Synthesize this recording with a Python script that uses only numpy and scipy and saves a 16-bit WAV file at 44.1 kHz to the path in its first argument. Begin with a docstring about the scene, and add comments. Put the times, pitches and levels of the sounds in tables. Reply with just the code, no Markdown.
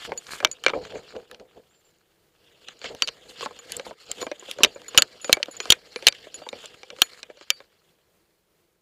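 """In a garden, a small camera hangs from the collar of a running animal, heard from inside its plastic case.
Knocks ring the modes of the case; fur and strap rub on it as shaped noise with grains and ticks.
A metal tag and its ring jingle as sines until the fur damps them; in the pause a bird chirps two gliding sines.
Faint air and microphone hiss lie below as coloured noise, and the hardest knocks overload into hard clipping."""
import sys
import numpy as np
from scipy import signal
from scipy.fft import rfft, irfft
from scipy.io import wavfile

SR = 44100
rng = np.random.default_rng(int(sys.argv[2]) if len(sys.argv) > 2 else 0)


def put_to_file(sound):
    """Save the sound as 16-bit audio at rate SR, in the file named by the first command-line argument."""
    columns = np.atleast_2d(sound).T  # one column per channel
    safe = np.clip(columns, -1, 1)
    whole_steps = np.round(safe * 32767)
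    wavfile.write(sys.argv[1], SR, whole_steps.astype(np.int16))


N = 388521   # length in samples

# knocks on the case, peak of each part: [t/s, hollow body level/dB, narrow walls level/dB, sharp edge level/dB]
KNOCKS = [(.1195, -19, -29, -59), (0.1772, -83, -33, -49), (.268, -58, -28, -59), (0.403, -30, -24.5, -52),
          (0.4276, -23.5, -40.5, -56.5), (0.448, -19, 2, -19), (.472, -44.5, -28.5, -48.5),
          (0.514, -63, -29.5, -33), (.6384, -43, -22, -26), (0.6469, -41, -27, -34), (.6633, -13, -4, -18),
          (0.6823, -24, -16.5, -42), (0.6946, -31.5, -19.5, -52), (0.7, -28, -23, -53),
          (0.7349, -15, -47, -58), (0.7482, -29, -52, -62), (0.8532, -54, -33, -57), (.9553, -31, -48, -72),
          (1.1525, -28.5, -69, -66), (1.1642, -74, -33.5, -60), (1.3132, -51, -30.5, -36),
          (1.346, -69, -33, -60), (1.3983, -57, -40, -64), (2.685, -45, -24, -63), (2.816, -39, -27, -48),
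          (2.843, -30, -23, -58), (2.9491, -45, -31.5, -33), (3.022, -28.5, 0.5, -26),
          (3.0751, -38, -15.5, -24), (3.0821, -37, -14.5, -42), (3.0875, -36, -14, -42),
          (3.409, -29, -22, -52), (3.4276, -21.5, -41, -52), (3.4596, -18.5, -26, -55),
          (3.509, -33.5, -60, -63), (3.5899, -43.5, -33, -45), (3.7207, -63, -20, -13.5),
          (3.7674, -57, -30, -17), (3.7967, -28, -23, -42), (3.8648, -26.5, -57, -41),
          (3.9094, -28.5, -40, -69), (4.1153, -61, -19.5, -13), (4.2153, -25.5, -32, -46),
          (4.218, -39, -23, -45), (4.227, -22, -22.5, -32), (4.267, -22, -30, -37), (4.315, -20, -24, -48),
          (4.4246, -36, -49, -60), (4.485, -32.5, -52, -50), (4.513, -46, -15.5, -20.5),
          (4.586, -24.5, -31, -39), (4.6054, -21.5, -37.5, -67), (4.634, -23.5, 11.5, 1),
          (4.639, -22.5, 1.5, -15), (4.6468, -14, 2, -31), (4.659, -30, -19.5, -43.5),
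          (4.7596, -29.5, -46, -57), (4.8176, -49, -34, -43), (4.8842, -39.5, -33, -52),
          (4.9466, -25.5, -24, -53.5), (4.976, -24, 12, 0.5), (4.983, -17.5, 7, -11.5),
          (5.0217, -34, 4, -6.5), (5.2454, -31, -19.5, -47), (5.295, -12, -22.5, -53.5),
          (5.328, -26, 14, 2), (5.3698, -20.5, -28.5, -50), (5.4, -30.5, -52, -65), (5.4293, -39, -5, -37),
          (5.4584, -48, -30.5, -41), (5.4837, -28, -53, -61), (5.6023, -30, -13, -36),
          (5.6554, -29, -23.5, -34), (5.703, -34.5, 14.5, 0), (5.7219, -24.5, 10.5, -6),
          (5.9602, -26.5, -15.5, -60), (6.0247, -32.5, -28, -40), (6.0686, -21.5, 10.5, -47),
          (6.0772, -25, 0, -15.5), (6.0841, -29.5, 1.5, -2.5), (6.1249, -43, -19.5, -60.5),
          (6.2697, -33.5, -51, -68), (6.3424, -45, -30, -50), (6.418, -32, -52, -61),
          (6.465, -27, -48, -62), (6.489, -45, -19.5, -42), (6.529, -25.5, -32, -64),
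          (6.6392, -36, -44, -56), (6.6577, -76, -29, -28), (6.8322, -38, -28, -61), (6.903, -39, -24, -63),
          (6.964, -51, -36, -50), (6.987, -37.5, -32.5, -54), (7.0186, -22.5, 9.5, 5),
          (7.2304, -42, -19.5, -52.5), (7.2998, -30, -45, -64), (7.372, -47, -42, -66),
          (7.4112, -39.5, -36, -64), (7.5034, -36, 3.5, -5.5), (7.6036, -37, -37.5, -68)]
# modes of the case parts, levels relative within a part: [f/Hz, level/dB, t60/s]
BODY_MODES = [(384, -19, 0.017), (560, 1, 0.05), (732, -2.5, 0.012), (1070, -4.5, 0.014)]
BROAD_WALL_MODES = [(1374, -1, 0.012), (1640, 3.5, 0.018), (2246, -5, .015), (2380, -2.5, 0.056)]
NARROW_WALL_MODES = [(2750, -10, .012), (3020, 2, .013), (3270, -6, .018), (3680, 0, .014),
                     (4100, -4, .012), (4340, -5, .014), (4750, -9, .007), (5100, -7, .009),
                     (5870, -3, .011), (6300, -6, .009)]
EDGE_MODES = [(6940, 0.5, 0.012), (8900, -5.5, 0.0027), (9500, -4.5, 0.0018), (10900, -7, 0.0014),
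              (13000, -9, .003)]
# how far the collar frees (+) or damps (-) the broad walls: [t/s, level/dB]
SLACK = [(0, 3), (1.4, 7), (2.7, -2.5), (3.1, -4.5), (3.5, -2), (4.6, -4), (5, 1), (6.1, -2.5), (7.6, 1)]
BROAD_SHARE = 0.53   # the broad walls lie between body and narrow walls: share of the body's level in dB


def knocks():
    """A blow rings hollow body, walls and edge of the case; the body is pushed the longest, the edge the briefest."""
    s, body_db, narrow_db, edge_db = np.transpose(KNOCKS)
    slack_db = np.interp(s, *np.transpose(SLACK))
    broad_db = BROAD_SHARE * body_db + (1 - BROAD_SHARE) * narrow_db + slack_db
    body = struck(BODY_MODES, body_db, contact_s=0.0039, detune=0.08,
                  crack_gain=24.0, first_gain=3.7, blur_gain=2.8)
    broad_walls = struck(BROAD_WALL_MODES, broad_db, contact_s=0.00041, detune=0.025,
                         crack_gain=31.0, first_gain=2.8, blur_gain=2.5)
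    narrow_walls = struck(NARROW_WALL_MODES, narrow_db, contact_s=0.0007, detune=0.015,
                          crack_gain=4.0, first_gain=7.0, blur_gain=1.4)
    edge = struck(EDGE_MODES, edge_db, contact_s=0.00011, detune=0.086,
                  crack_gain=4.7, first_gain=1.0, blur_gain=0.3)
    return body + broad_walls + narrow_walls + edge


BLUR_SHARE = 0.9   # the blur dies sooner than the longest mode: share of its t60
CHATTER_SAMPLES = 300


def struck(modes, blow_db, contact_s, detune, crack_gain, first_gain, blur_gain):
    """Each blow is a short chatter of contact; the grip of the collar shifts and weights the modes anew."""
    hz, level_db, t60 = (column[:, None] for column in np.transpose(modes))
    t = np.arange(SR // 12) / SR
    out = np.zeros(N)
    grip = rng.standard_normal((len(KNOCKS), 2, len(modes), 1))
    chatter = rng.standard_normal((len(KNOCKS), CHATTER_SAMPLES)) * np.exp(-t[:CHATTER_SAMPLES] / contact_s)
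    chatter[:, 0] = first_gain   # the first touch has a set strength
    # countless small modes blur into a noise that dies with the part
    blur_fade = from_db(-60 * t / (BLUR_SHARE * t60.max()))
    blur = blur_gain * rng.standard_normal((len(KNOCKS), len(t))) * blur_fade
    times = np.transpose(KNOCKS)[0]
    for s, db, (shift, weight), push, noise in zip(times, blow_db, grip, chatter, blur):
        strength = from_db(level_db + 3 * weight)
        sines = np.sin(2 * np.pi * hz * (1 + detune * shift) * t)
        tones = strength * from_db(-60 * t / t60) * sines
        crack = tones.sum(axis=0) + noise
        crack[0] += crack_gain   # the contact itself is heard as well, unpitched
        blow = signal.fftconvolve(crack, push)
        # a part radiates little outside the span of its own modes
        blow = band(blow, 0.82 * hz.min(), hz.max())
        blow = band(blow, 0.4 * hz.min(), 1.6 * hz.max())
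        add(out, s, from_db(db) * blow / np.abs(blow).max())
    return out


# steady contact of fur and case as the animal moves: [t/s, level/dB]
MOTION = [(0, -60.5), (.6, -59.5), (1.1, -58), (1.45, -71), (1.75, -69), (1.95, -72), (2.24, -78.5),
          (2.5, -64.5), (2.75, -61), (3, -56), (3.85, -57), (3.96, -68), (4.1, -57), (4.7, -54.5),
          (5.5, -56.5), (6.7, -54.5), (6.9, -62), (7.1, -59), (7.35, -66), (7.6, -78.5), (7.75, -70.5),
          (8.1, -79), (8.81, -83.5)]
# the case slides over fur and strap, pressing harder until it slips off:
# [t/s of the slip, build-up/s, fur level/dB, treble level/dB, strap level/dB]
STROKES = [(.05, .1, -37.5, -50.5, -56), (.095, .03, -46.5, -61, -33.5), (.345, .09, -38.5, -43.5, -63),
           (.29, .03, -45, -55, -62), (0.384, 0.31, -46.5, -51, -56.5), (.44, .04, -47, -75, -40),
           (.68, .08, -44.5, -66.5, -40.5), (.755, .05, -46, -74, -26.5), (.8, 0.044, -53, -74, -36),
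           (.86, .1, -44.5, -70, -44), (.915, 0.054, -46, -70, -42), (.967, .1, -47.5, -68, -36.5),
           (1.113, .09, -47.5, -73, -53), (1.158, .05, -55, -78, -34.5), (1.33, .1, -59.5, -88, -48.5),
           (1.406, .05, -62, -88, -47), (1.584, .15, -61.5, -88, -52), (2.69, .03, -44, -71, -67),
           (2.86, .04, -34, -70, -44.5), (2.92, .09, -51, -69, -37), (3.035, .15, -46, -61.5, -51.5),
           (3.089, .04, -44.5, -70, -48.5), (3.301, 0.05, -46.5, -54, -49.5), (3.441, .1, -36.5, -52, -40),
           (3.77, .3, -44, -56, -44.5), (3.88, .15, -46, -59.5, -43.5), (4.02, .08, -49.5, -62, -64),
           (4.103, .06, -43.5, -68, -48), (4.22, .15, -42, -51.5, -40), (4.517, .17, -42.5, -54, -51),
           (4.645, .12, -41, -60.5, -35), (4.763, .1, -54, -67, -48), (4.985, .1, -39.5, -54, -35),
           (5.334, .2, -41.5, -53.5, -43.5), (5.6, 0.15, -47.5, -63, -52.5), (5.715, .15, -39, -51, -45.5),
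           (5.93, .3, -52.5, -67, -55), (6.065, .2, -44.5, -58, -45), (6.25, 0.28, -51, -70, -61),
           (6.4, .15, -48.5, -62, -49.5), (6.544, .05, -48.5, -69, -44.5), (6.65, .2, -44, -58, -55),
           (6.933, .1, -59, -77, -48), (7.03, .15, -46.5, -56, -62), (7.2, 0.86, -52.5, -65, -62),
           (7.3, .04, -58.5, -80.5, -55.5), (7.421, .08, -51.5, -74, -74), (7.625, 0.44, -58, -75, -67),
           (7.75, .1, -65.5, -90, -71)]
BUILD_UP_DB = 17.5   # rise over the build-up time


def pressure(steady_db, peaks_db, fade_db_per_s, build_share):
    """Gain of a rubbing layer: the steady contact, or a stroke where that is stronger."""
    t = np.arange(0, N, 16) / SR
    s, build_s = np.transpose(STROKES)[:2, :, None]
    before_db = (s - t) * BUILD_UP_DB / (build_s * build_share)
    after_db = (t - s) * fade_db_per_s
    stroke_db = peaks_db[:, None] - np.where(t < s, before_db, after_db)
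    steady_level_db = np.interp(t, *np.transpose(MOTION)) + steady_db
    level_db = np.maximum(steady_level_db, stroke_db.max(axis=0))
    return np.interp(np.arange(N) / SR, t, from_db(level_db))


# colour of the fur noise: [f/Hz, level/dB per Hz]
FUR_SPECTRUM = [(500, -35.5), (900, -21), (1680, -1), (1900, -4), (2600, 1), (4200, 3.5), (5300, -6.5),
                (7000, -7), (10000, -38)]
# colour of the dragging strap: [f/Hz, level/dB per Hz]
STRAP_SPECTRUM = [(18, -56), (30, -12), (200, -9), (355, -5.5), (468, 2.5), (668, -3), (1010, -16),
                  (1200, -30), (1560, -57.5), (2640, -120)]
STEADY_TREBLE_DB, STEADY_STRAP_DB = -14.5, -2.5   # against the steady contact
FUR_FADE_DB_PER_S, STRAP_FADE_DB_PER_S = 301.5, 249.5   # after the slip
TICKS_PER_S, TICKS_DB = 300, -8   # hairs and grit that catch and snap free; level before the slack
NUDGES_PER_S, NUDGES_DB = 10, -18.5   # faint tinkles of the resting tag
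HOLLOW_HZ, HOLLOW_T60_S, HOLLOW_DB = 513.4, 0.06, -7.5   # the air in the body hums along with the strap


def rubbing():
    """Hairs slip in dense fine grains that excite the walls; the strap drags in lumps on the hollow body."""
    fur_db, treble_db, strap_db = np.transpose(STROKES)[2:]
    burst_db = 3 * np.minimum(rng.exponential(1, (2, N)), 5)
    fur_grains, small_grains = from_db(burst_db) * rng.standard_normal((2, N))
    uneven = from_db(2.5 * drift(40))
    wall_modes = BROAD_WALL_MODES + NARROW_WALL_MODES
    walls = sum(from_db(level_db) * ring(fur_grains, hz, t60) for hz, level_db, t60 in wall_modes)
    fur = coloured(fur_grains, FUR_SPECTRUM) + from_db(-13) * rms_one(walls)
    # the patch of contact wanders, so each stretch of the spectrum swells on its own
    edges_hz = np.geomspace(600, 9600, 7)
    stretches = zip(edges_hz, edges_hz[1:])
    fur = rms_one(sum(from_db(1.8 * drift(14)) * band(fur, low, high) for low, high in stretches))

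    ticks = small_grains * (rng.random(N) < TICKS_PER_S / SR)
    slack = from_db(np.interp(np.arange(N) / SR, *np.transpose(SLACK)))
    scuff = sum(from_db(level_db) * ring(ticks, hz, 0.007) for hz, level_db, _ in BROAD_WALL_MODES)
    scuff = scuff + 3 * band(ticks, 900, 6000)
    fur = fur + from_db(TICKS_DB) * slack * rms_one(scuff)

    nudges = small_grains * (rng.random(N) < NUDGES_PER_S / SR)
    fur = fur + from_db(NUDGES_DB) * rms_one(ring(nudges, TAG_TONES[0][0], 0.0055))

    treble_band = signal.butter(1, [5500, 9000], "band", fs=SR, output="sos")
    treble = rms_one(signal.sosfilt(treble_band, small_grains))

    lumps = rng.standard_normal(N) * from_db(3 * drift(35))
    strap = coloured(lumps, STRAP_SPECTRUM)
    strap = strap + from_db(HOLLOW_DB) * rms_one(ring(strap, HOLLOW_HZ, HOLLOW_T60_S))

    fur_gain = pressure(0, fur_db, FUR_FADE_DB_PER_S, build_share=0.95)
    treble_gain = pressure(STEADY_TREBLE_DB, treble_db, FUR_FADE_DB_PER_S, build_share=0.81)
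    # the strap grips later
    strap_gain = pressure(STEADY_STRAP_DB, strap_db, STRAP_FADE_DB_PER_S, build_share=0.6)
    return uneven * (fur_gain * fur + treble_gain * treble) + strap_gain * strap


# strikes on the tag, with the free swing until the fur damps it:
# [t/s, main tone level/dB, second tone level/dB, low tone level/dB, free swing/s]
JINGLES = [(.176, -25, -55, -45, 0.011), (.515, -23, -45, -62, 0.0013), (.526, -32.5, -60, -68, 0.0049),
           (3.03, -43, -70, -68, .029), (3.59, -38.5, -70, -54, .013), (3.86, -51, -58, -62, 0.021),
           (4.214, -30, -54, -39, 0.052), (4.396, -35, -61, -68, 0.0013), (4.638, -34, -50, -47, .013),
           (4.748, -44, -80, -64, 0.009), (4.882, -31, -48, -42, 0.01), (4.978, -10, -38.5, -35.5, 0.02),
           (5.022, -23, -73, -66, 0.0048), (5.215, -38.5, -51.5, -54.5, .027),
           (5.245, -28, -58, -50.5, 0.048), (5.33, -29, -42, -39.5, 0.017), (5.512, -39, -51, -50, 0.028),
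           (5.567, -32.5, -81, -48, 0.0056), (5.603, -32.5, -70, -52, 0.039),
           (5.703, -16.5, -54, -46.5, 0.014), (5.719, -24.5, -66, -59, .0083),
           (5.959, -63, -50.5, -61, 0.038), (6.069, -28, -67, -56, 0.0058),
           (6.343, -30.5, -45.5, -54, 0.019), (6.489, -47, -73, -62, 0.018), (7.018, -28, -51, -27, 0.077),
           (7.504, -43, -56, -63.5, .012), (7.506, -64.5, -58, -80, 0.05)]
# tones of the tag in the order main, second, third, low: [f/Hz, free t60/s]
TAG_TONES = [(6935, .12), (10080, .22), (12810, .08), (4310, .08)]
THIRD_TONE_DB = -8   # against the low tone, which it accompanies
# strikes on the collar ring: [t/s, level/dB, free swing/s]
RING_STRIKES = [(.176, -42, 0.0099), (.515, -47, .02), (3.025, -24.5, 0.021), (3.088, -53, 0.022),
                (3.7, -51, 0.025), (4.661, -52.5, 0.085), (4.983, -31.5, 0.02), (5.246, -47.5, 0.081),
                (5.329, -45, 0.042), (6.083, -40.5, 0.031), (6.42, -50, 0.055), (7.504, -41, 0.089)]
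RING_HZ, RING_T60_S = 4610, 0.35


def jingles():
    """The tag with its four tones, slightly detuned by how it hangs, and the one tone of the collar ring."""
    out = np.zeros(N)
    hang = 1 + 0.001 * rng.standard_normal(len(JINGLES))
    for (s, main_db, second_db, low_db, free_s), tune in zip(JINGLES, hang):
        levels_db = [main_db, second_db, low_db + THIRD_TONE_DB, low_db]
        for (hz, t60), level_db in zip(TAG_TONES, levels_db):
            add(out, s, swing(hz * tune, level_db, t60, free_s))
    for s, level_db, free_s in RING_STRIKES:
        add(out, s, swing(RING_HZ, level_db, RING_T60_S, free_s))
    return out


def swing(hz, level_db, t60, free_s):
    """A metal tone that rings freely, then dies fast once the piece falls back on the fur."""
    t = np.arange(SR // 5) / SR
    damped_db = 2200 * np.maximum(t - free_s, 0)   # 2200 dB per s
    return from_db(level_db - 60 * t / t60 - damped_db) * np.sin(2 * np.pi * hz * t)


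# two chirps, each a list of points, levels before the lift: [t/s, f/Hz, level/dB]
BIRD_NOTES = [
    [(1.69, 6778, -77), (1.718, 7400, -70), (1.74, 7350, -76), (1.764, 7300, -72), (1.81, 7185, -78)],
    [(1.84, 7450, -81), (1.848, 7340, -71), (1.892, 7230, -69), (1.9, 7150, -80)],
]
BIRD_LIFT_DB = 4.5


def bird():
    """Two thin whistles: gliding sines, slightly rough from a fast random wobble in level."""
    out, t = np.zeros(N), np.arange(N) / SR
    for note in BIRD_NOTES:
        s, hz, level_db = np.transpose(note)
        note_db = np.interp(t, s, level_db, left=-200, right=-200)
        gain = from_db(note_db + BIRD_LIFT_DB + 2.5 * drift(60))
        phase = 2 * np.pi * np.cumsum(np.interp(t, s, hz)) / SR
        out += gain * np.sin(phase)
    return out


# colour of garden air and microphone hiss: [f/Hz, level/dB per Hz]
AIR_SPECTRUM = [(15, -46), (25, -7), (134, -10), (166, -5.5), (285, -19.5), (326, -4.5), (775, -16),
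                (5730, -25.5), (13200, -27), (16000, -21.5)]
AIR_DB = -67.5   # middle of the wavering level


def air():
    """Garden air and microphone hiss: coloured noise that wavers a little in level."""
    return from_db(AIR_DB + 1.5 * drift(5.4)) * coloured(rng.standard_normal(N), AIR_SPECTRUM)


def from_db(db):
    """Decibels to gain."""
    return 10 ** (np.asarray(db) / 20)


def rms_one(x):
    """Scale to unit rms."""
    return x / np.sqrt(np.mean(x ** 2) + 1e-20)


def drift(rate_hz):
    """Random wander of rms 1: noise through two equal low-pass poles, warmed up for a second."""
    r = np.exp(-2 * np.pi * rate_hz / SR)
    wander = signal.lfilter([1], [1, -2 * r, r * r], rng.standard_normal(N + SR))
    return rms_one(wander[SR:])


def coloured(x, spectrum):
    """Give a signal a spectrum, joined on a log-frequency axis; rms 1."""
    hz, level_db = np.transpose(spectrum)
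    grid_hz = np.fft.rfftfreq(N, 1 / SR) + 1   # +1 avoids log of zero
    gain = from_db(np.interp(np.log(grid_hz), np.log(hz), level_db))
    return rms_one(irfft(rfft(x) * gain, N))


def ring(clicks, hz, t60):
    """A two-pole resonator: a unit click sets a sine of about height 1 ringing."""
    r, w = from_db(-60 / (t60 * SR)), 2 * np.pi * hz / SR
    return signal.lfilter([0, np.sin(w)], [1, -2 * r * np.cos(w), r * r], clicks + 1e-18)


def band(x, low_hz, high_hz):
    """Band-pass."""
    return signal.sosfilt(signal.butter(2, [low_hz, high_hz], "band", fs=SR, output="sos"), x)


def add(out, s, sound):
    """Mix a short sound in at a time."""
    at = round(s * SR)
    out[at:at + len(sound)] += sound[:N - at]


def scene():
    """All sources at the microphone."""
    return (knocks() + rubbing() + jingles() + bird() + air())[None]


RUMBLE_CUT_HZ, TOP_CUT_HZ = 37, 16000


def record(dry):
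    """Overload clips hard at full scale; deep bass is cut, peaks clip again at 0.9, then the top is cut."""
    bass_cut = signal.butter(2, RUMBLE_CUT_HZ, "high", fs=SR, output="sos")
    top_cut = signal.cheby2(14, 60, TOP_CUT_HZ, fs=SR, output="sos")   # 60 dB down from the cut upwards
    overloaded = np.clip(dry, -1, 1)
    thinned = signal.sosfilt(bass_cut, overloaded)
    return signal.sosfilt(top_cut, np.clip(thinned, -0.9, 0.9))


dry = scene()
out = record(dry)
put_to_file(out)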